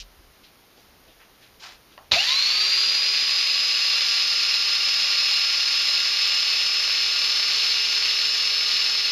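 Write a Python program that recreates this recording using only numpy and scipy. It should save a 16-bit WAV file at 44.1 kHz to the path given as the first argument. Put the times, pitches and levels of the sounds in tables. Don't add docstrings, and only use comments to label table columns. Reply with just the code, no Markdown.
import sys
import numpy as np
from scipy import signal
from scipy.fft import rfft, irfft
from scipy.io import wavfile

SR = 44100
rng = np.random.default_rng(int(sys.argv[2]) if len(sys.argv) > 2 else 0)


def digitize_waveform(pressure):
    field = np.atleast_2d(pressure).T
    bounded = np.clip(field, -1, 1)
    quanta = np.round(bounded * 32767).astype(np.int16)
    wavfile.write(sys.argv[1], SR, quanta)


N = 401751
TIME = np.arange(N) / SR

START_S = 2.112
GEAR_RATIO, DRUM_RATIO = .5457, .08805


def sander():
    speed = rotor_speed()
    speed_share = speed / speed[-1]
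    turns = np.cumsum(speed) / SR
    age = np.maximum(TIME - START_S, 0)
    strain = np.clip(4 * (1 - speed_share) - .8, 0, 1)
    gear_turns = GEAR_RATIO * turns + .012 * strain * drift(60)
    fade_in = np.clip(age / 0.025, 0, 1)
    motor_tones = strong_tones(speed, turns, gear_turns, strain) + weak_tones(speed_share, turns, gear_turns)
    knocks, shoves = jolts()
    noises = air_and_rattle(turns, age) + knocks
    return fade_in * motor_tones + walls(noises) + shaken_jig(shoves)


JERK_TURNS_PER_S, GAIN_TURNS_PER_S2, EVEN_UNTIL_S = 152.5, 930, 2.21
# (time [s], rotor speed [turns per s])
RUNNING_SPEED = [(3, 416.4), (3.9, 423.4), (4.45, 426.9), (5.2, 427.2), (7, 431.4), (8, 432.8),
                 (9.11, 432.9)]
# (speed still missing [turns per s], time constant [s])
SPEED_LAGS = [(42.2, .0713), (130.3, .2745)]


def rotor_speed():
    even_gain = JERK_TURNS_PER_S + GAIN_TURNS_PER_S2 * np.maximum(TIME - START_S, 0)
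    age = TIME - EVEN_UNTIL_S
    missing = sum(short * np.exp(-np.maximum(age, 0) / lag_s) for short, lag_s in SPEED_LAGS)
    closing_in = np.interp(TIME, *np.transpose(RUNNING_SPEED)) - missing
    return np.where(age < 0, even_gain, closing_in)


SLOTS, MESH_TEETH = 12, 6
# (pitch [Hz], rms level [dB])
SLOT_WHINE = [(2300, -32.5), (2870, -23), (3200, -31), (3520, -35), (3800, -24), (4200, -23), (4900, -23.5),
              (5060, -26), (5120, -25.5), (5195, -27)]
SLOT_WHINE_OCTAVE = [(8400, -80), (9300, -58), (10000, -60), (10250, -69), (10330, -76), (10390, -65)]
ROTOR_UNBALANCE = [(190, -63), (340, -70), (388, -52), (412, -55.5), (418, -62), (424, -57), (428, -61),
                   (433, -54.5)]
GEAR_MESH = [(600, -43), (680, -24.5), (760, -47), (850, -37), (940, -45), (1030, -35), (1170, -48),
             (1260, -42), (1370, -59), (1397, -46.5), (1417, -50)]
GEAR_MESH_OCTAVE = [(1240, -45), (1350, -39), (1560, -41), (1950, -33), (2300, -37), (2520, -43),
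                    (2700, -49), (2770, -36), (2810, -37.5), (2835, -37.5)]
BELOW_GEAR_MESH = [(950, -64), (1120, -57), (1155, -49), (1168, -52), (1175, -50), (1181, -55)]


def strong_tones(speed, turns, gear_turns, strain):
    rotor_tones = {SLOTS: SLOT_WHINE, 2 * SLOTS: SLOT_WHINE_OCTAVE, 1: ROTOR_UNBALANCE}
    gear_tones = {MESH_TEETH: GEAR_MESH, 2 * MESH_TEETH: GEAR_MESH_OCTAVE, MESH_TEETH - 1: BELOW_GEAR_MESH}
    rotor_db = [at_pitch(level, k * speed) for k, level in rotor_tones.items()]
    gear_db = [at_pitch(level, k * GEAR_RATIO * speed) for k, level in gear_tones.items()]
    shaky_turns = turns + (.002 + .006 * strain) * drift(30)
    shaky_gear = gear_turns + .004 * drift(30)
    rotor = tones(shaky_turns, rotor_tones, rotor_db, waver_db=1.1 + 2.5 * strain, rate=30)
    gear = tones(shaky_gear, gear_tones, gear_db, waver_db=2.5 + 3.5 * strain, rate=25)
    return rotor + gear


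# which multiples of its turning sound,
# and for each multiple, in the same order, (rms level at final speed [dB])
WEAK_ROTOR_MULTIPLES = [2, 4, 14]
WEAK_ROTOR_DB = [-62, -67, -48]
WEAK_GEAR_MULTIPLES = [1, 7, 10, 11, 14, 19, 20]
WEAK_GEAR_DB = [-67, -63, -50, -41, -51, -55, -39]
WEAK_DRUM_MULTIPLES = [1, 2, 3, 32]
WEAK_DRUM_DB = [-67, -74.5, -70.5, -51.5]


def weak_tones(speed_share, turns, gear_turns):
    rotor = tones(turns, WEAK_ROTOR_MULTIPLES, WEAK_ROTOR_DB, waver_db=2.0, rate=3)
    drum = tones(DRUM_RATIO * turns, WEAK_DRUM_MULTIPLES, WEAK_DRUM_DB, waver_db=2.0, rate=2.2)
    shaky_gear = gear_turns + 0.0016 * drift(30)
    gear = tones(shaky_gear, WEAK_GEAR_MULTIPLES, WEAK_GEAR_DB, waver_db=1.5, rate=4.9)
    return speed_share ** 0.69 * (rotor + drum) + speed_share ** 3.7 * gear


def tones(turns, multiples, levels_db, waver_db, rate):
    out = 0
    for k, db in zip(multiples, levels_db):
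        keep_power_db = waver_db ** 2 * np.log(10) / 20
        gain = from_db(db + waver_db * drift(rate) - keep_power_db)
        out = out + np.sqrt(2) * gain * np.sin(2 * np.pi * (k * turns + rng.random()))
    return out


def at_pitch(points, hz):
    return np.interp(hz, *np.transpose(points))


ROAR_DB, ROAR_RISE_S = -24.5, 0.0066
PULL_DB, PULL_S = 4, 0.12
# (pitch [Hz], relative level per Hz [dB])
HOUSING = [(90, -39), (150, -32.5), (360, -29.5), (960, -19.5), (2770, -3.5), (3230, -8), (4400, 0.5),
           (5300, -5.5), (7300, -19), (8300, -44), (10200, -44), (11600, -38), (14000, -33.5), (15200, -78)]
# (pitch [Hz], width [Hz], boost [dB])
CAVITIES = [(588, 133, 5), (1105, 89, 3.5), (2740, 800, 3), (3524, 190, 4), (827, 43, 0), (2300, 43, 0.5),
            (4250, 880, 4), (9300, 1430, 19), (11320, 1430, 13.5)]


def air_and_rattle(turns, age):
    def turning(ratio):
        return np.cos(2 * np.pi * ratio * turns)

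    swell_db = 1.2 * turning(GEAR_RATIO) + 0.5 * turning(DRUM_RATIO)
    swell_db += 1.24 * turning(GEAR_RATIO - DRUM_RATIO) + 0.46 * turning(2 * DRUM_RATIO)
    swell_db += 0.32 * drift(4.2) + .5 * drift(44)
    sizes = from_db(3.4 * np.minimum(rng.exponential(1, N), 3)) * rng.choice([-1, 1], N)
    taps = sizes * (rng.random(N) < 900 / SR)
    dull = signal.butter(2, 5000, fs=SR, output="sos")
    rattle = 0.77 * signal.sosfilt(dull, rms_one(taps))
    air = rng.standard_normal(N)
    drive = rms_one(from_db(swell_db) * (air + rattle))
    level_db = ROAR_DB + PULL_DB * np.exp(-age / PULL_S)
    fade_in = np.clip(age / ROAR_RISE_S, 0, 1)
    return colour(fade_in * from_db(level_db) * drive, HOUSING, CAVITIES)


JOLT_RISE_S = .0006
# (time [s], noise level before rise and fading [dB], time to fade by 60 dB [s], shove on the jig [dB])
JOLTS = [(2.1135, -25, .05, -34), (2.1182, 1, .006, -27), (2.1212, -8, .007, -32), (2.129, -17, .03, -22),
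         (2.135, -13, .03, -23), (2.143, -15, .04, -29), (2.159, -18, .025, -33)]
# (pitch [Hz], relative level per Hz [dB])
CRUNCH = [(100, -35), (500, -14.5), (1200, -14.5), (2300, -5.5), (3000, -5), (3700, -2), (4500, -5),
          (5500, -13), (7500, -26), (9000, -58), (15200, -55)]
# (pitch [Hz], width [Hz], boost [dB])
CRUNCH_RINGS = [(2440, 400, 7), (3620, 200, 6), (3960, 250, 6), (4600, 250, 4)]


def jolts():
    envelope, shoves = np.zeros(N), np.zeros(N)
    for s, db, ring_s, shove_db in JOLTS:
        age = np.clip(TIME - s, 0, 1)
        rise = np.minimum(age / JOLT_RISE_S, 1)
        envelope += from_db(db - 60 * age / ring_s) * rise * (age < 1)
        shoves[round(s * SR)] = from_db(shove_db)
    return colour(envelope * rng.standard_normal(N), CRUNCH, CRUNCH_RINGS), shoves


# (pitch [Hz], level [dB], time to fade by 60 dB [s])
JIG_MODES = [(99, -8.5, 0.2), (150, -23, 0.22), (220, -22, .15), (395, -24, 0.1), (608, -5, 0.21),
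             (802, -6, .08), (954, -7, .06), (1234, -9, .06)]


def shaken_jig(shoves):
    return sum(from_db(db) * ring(shoves, hz, t60) for hz, db, t60 in JIG_MODES)


# (time [s], level before wavering [dB], rise [s], fall [s], lowest pitch [Hz], highest pitch [Hz])
BRUSHES = [(0, -36, 0.0018, 0.032, 2550, 5800), (0.431, -52, .01, 0.072, 2200, 4900),
           (0.767, -56.5, .01, .05, 250, 890), (0.76, -58, .01, 0.12, 2000, 5940),
           (1.065, -55, .012, .045, 250, 750), (1.074, -56, .01, 0.068, 2500, 4000),
           (1.189, -51.5, .02, 0.078, 700, 3020), (1.402, -55, 0.025, 0.1, 1500, 5000),
           (1.595, -47.5, .003, .1, 2000, 5900), (1.597, -43, 0.043, 0.15, 1500, 5300),
           (1.603, -48, 0.043, 0.13, 686, 1500), (1.88, -56, 0.048, .04, 1500, 5000),
           (1.978, -50, .005, .08, 580, 1290)]


def brushing_hands():
    out = np.zeros(N)
    for s, db, rise, fall, low_hz, high_hz in BRUSHES:
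        band = signal.butter(3, [low_hz, high_hz], "band", fs=SR, output="sos")
        noise = rms_one(signal.sosfilt(band, rng.standard_normal(N)))
        stroke = np.interp(TIME, [s, s + rise, s + rise + fall], [0, 1, 0])
        out += from_db(db + 2.1 * drift(90)) * stroke * noise
    return out


TRIGGER_S, TRIGGER_DB = 1.978, -33
REBOUND_S, REBOUND_DB = .01, -11
# (pitch [Hz], level [dB], time to fade by 60 dB [s])
TRIGGER_MODES = [(200, -24, 0.03), (597, -4, 0.025), (1010, -4, .025), (1850, -5, .02), (2800, -1, .01),
                 (4700, -3, .008)]


def trigger():
    clicks = np.zeros(N)
    clicks[round(TRIGGER_S * SR)] = from_db(TRIGGER_DB)
    clicks[round((TRIGGER_S + REBOUND_S) * SR)] = from_db(TRIGGER_DB + REBOUND_DB)
    soft = signal.butter(2, 3500, fs=SR, output="sos")
    tick = signal.sosfilt(soft, clicks)
    out = np.zeros(N)
    for k, (hz, db, t60) in enumerate(TRIGGER_MODES):
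        out += (-1) ** k * from_db(db) * ring(tick, hz, t60)
    return out


ECHO_DB, ECHO_T60_S = -11.5, 0.13


def walls(x):
    age = TIME[:SR // 3]
    scatter = rng.standard_normal(len(age)) * (rng.random(len(age)) < .05)
    echoes = scatter * from_db(-60 * age / ECHO_T60_S) * (age > .003)
    echoes = echoes / np.sqrt(np.sum(echoes ** 2))
    return x + from_db(ECHO_DB) * signal.fftconvolve(x, echoes)[:N]


ROOM_DB = -54.5
# (pitch [Hz], relative level per Hz [dB])
ROOM = [(35, -10), (60, -1), (219, -0.5), (318, -1), (505, -1), (567, -2.5), (1980, -6.5), (4880, -8.5),
        (6740, -14), (7750, -29), (9540, -15), (13200, -14), (15200, -11)]
THUD_DB, THUD_HZ, THUD_T60_S = -39, 41, 0.43
RUMBLE_DB, RUMBLE_RUNNING_DB = -67, -79
# (time of the top [s], half length [s], rise [dB])
SWELLS = [(0, .3, 6), (1.6, 0.36, 5)]


def workshop():
    hiss = from_db(ROOM_DB + 0.18 * drift(3.4)) * colour(rng.standard_normal(N), ROOM)
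    thud = from_db(THUD_DB - 60 * TIME / THUD_T60_S) * np.sin(2 * np.pi * THUD_HZ * TIME)
    bass_band = signal.butter(2, [15, 60], "band", fs=SR, output="sos")
    low_noise = rms_one(signal.sosfilt(bass_band, rng.standard_normal(N)))
    swell_db = sum(db * np.clip(1 - np.abs(TIME - s) / half, 0, 1) for s, half, db in SWELLS)
    rumble_db = np.where(TIME < START_S, RUMBLE_DB, RUMBLE_RUNNING_DB) + swell_db + 3.7 * drift(6)
    return hiss + thud + from_db(rumble_db) * low_noise


def from_db(db):
    return 10 ** (np.asarray(db) / 20)


def rms_one(x):
    return x / np.sqrt(np.mean(x ** 2) + 1e-20)


def drift(rate):
    step = 40
    r = np.exp(-2 * np.pi * rate * step / SR)
    noise = rng.standard_normal(N // step + 4002)
    slow = signal.lfilter([1], [1, -2 * r, r * r], noise)[4000:]
    return np.interp(np.arange(N) / step, np.arange(len(slow)), rms_one(slow))


def ring(clicks, hz, t60):
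    r, w = from_db(-60 / (t60 * SR)), 2 * np.pi * hz / SR
    return signal.lfilter([0, np.sin(w)], [1, -2 * r * np.cos(w), r * r], clicks + 1e-18)


def colour(x, spectrum, peaks=()):
    hz = np.maximum(np.fft.rfftfreq(8192, 1 / SR), 1)
    spectrum_hz, spectrum_db = np.transpose(spectrum)
    db = np.interp(np.log(hz), np.log(spectrum_hz), spectrum_db)
    for top_hz, width, peak_db in peaks:
        db = db + peak_db / (1 + (2 * (hz - top_hz) / width) ** 2)
    cepstrum = irfft(np.log(from_db(db)))
    cepstrum[1:4096] *= 2
    cepstrum[4097:] = 0
    response = irfft(np.exp(rfft(cepstrum)))
    return signal.fftconvolve(x, response / np.sqrt(np.sum(response ** 2)))[:N]


def scene():
    hands = brushing_hands() + trigger()
    return np.tile(sander() + walls(hands) + workshop(), (2, 1))


# (lower edge [Hz], upper edge [Hz])
GAP_EDGES = [7800, 8080]


def record(dry):
    bass = signal.butter(2, 22, "high", fs=SR, output="sos")
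    gap = signal.cheby2(6, 60, GAP_EDGES, "bandstop", fs=SR, output="sos")
    top = signal.cheby2(20, 80, 15310, fs=SR, output="sos")
    return signal.sosfilt(np.vstack([bass, gap, top]), dry)


dry = scene()
out = record(dry)
digitize_waveform(out)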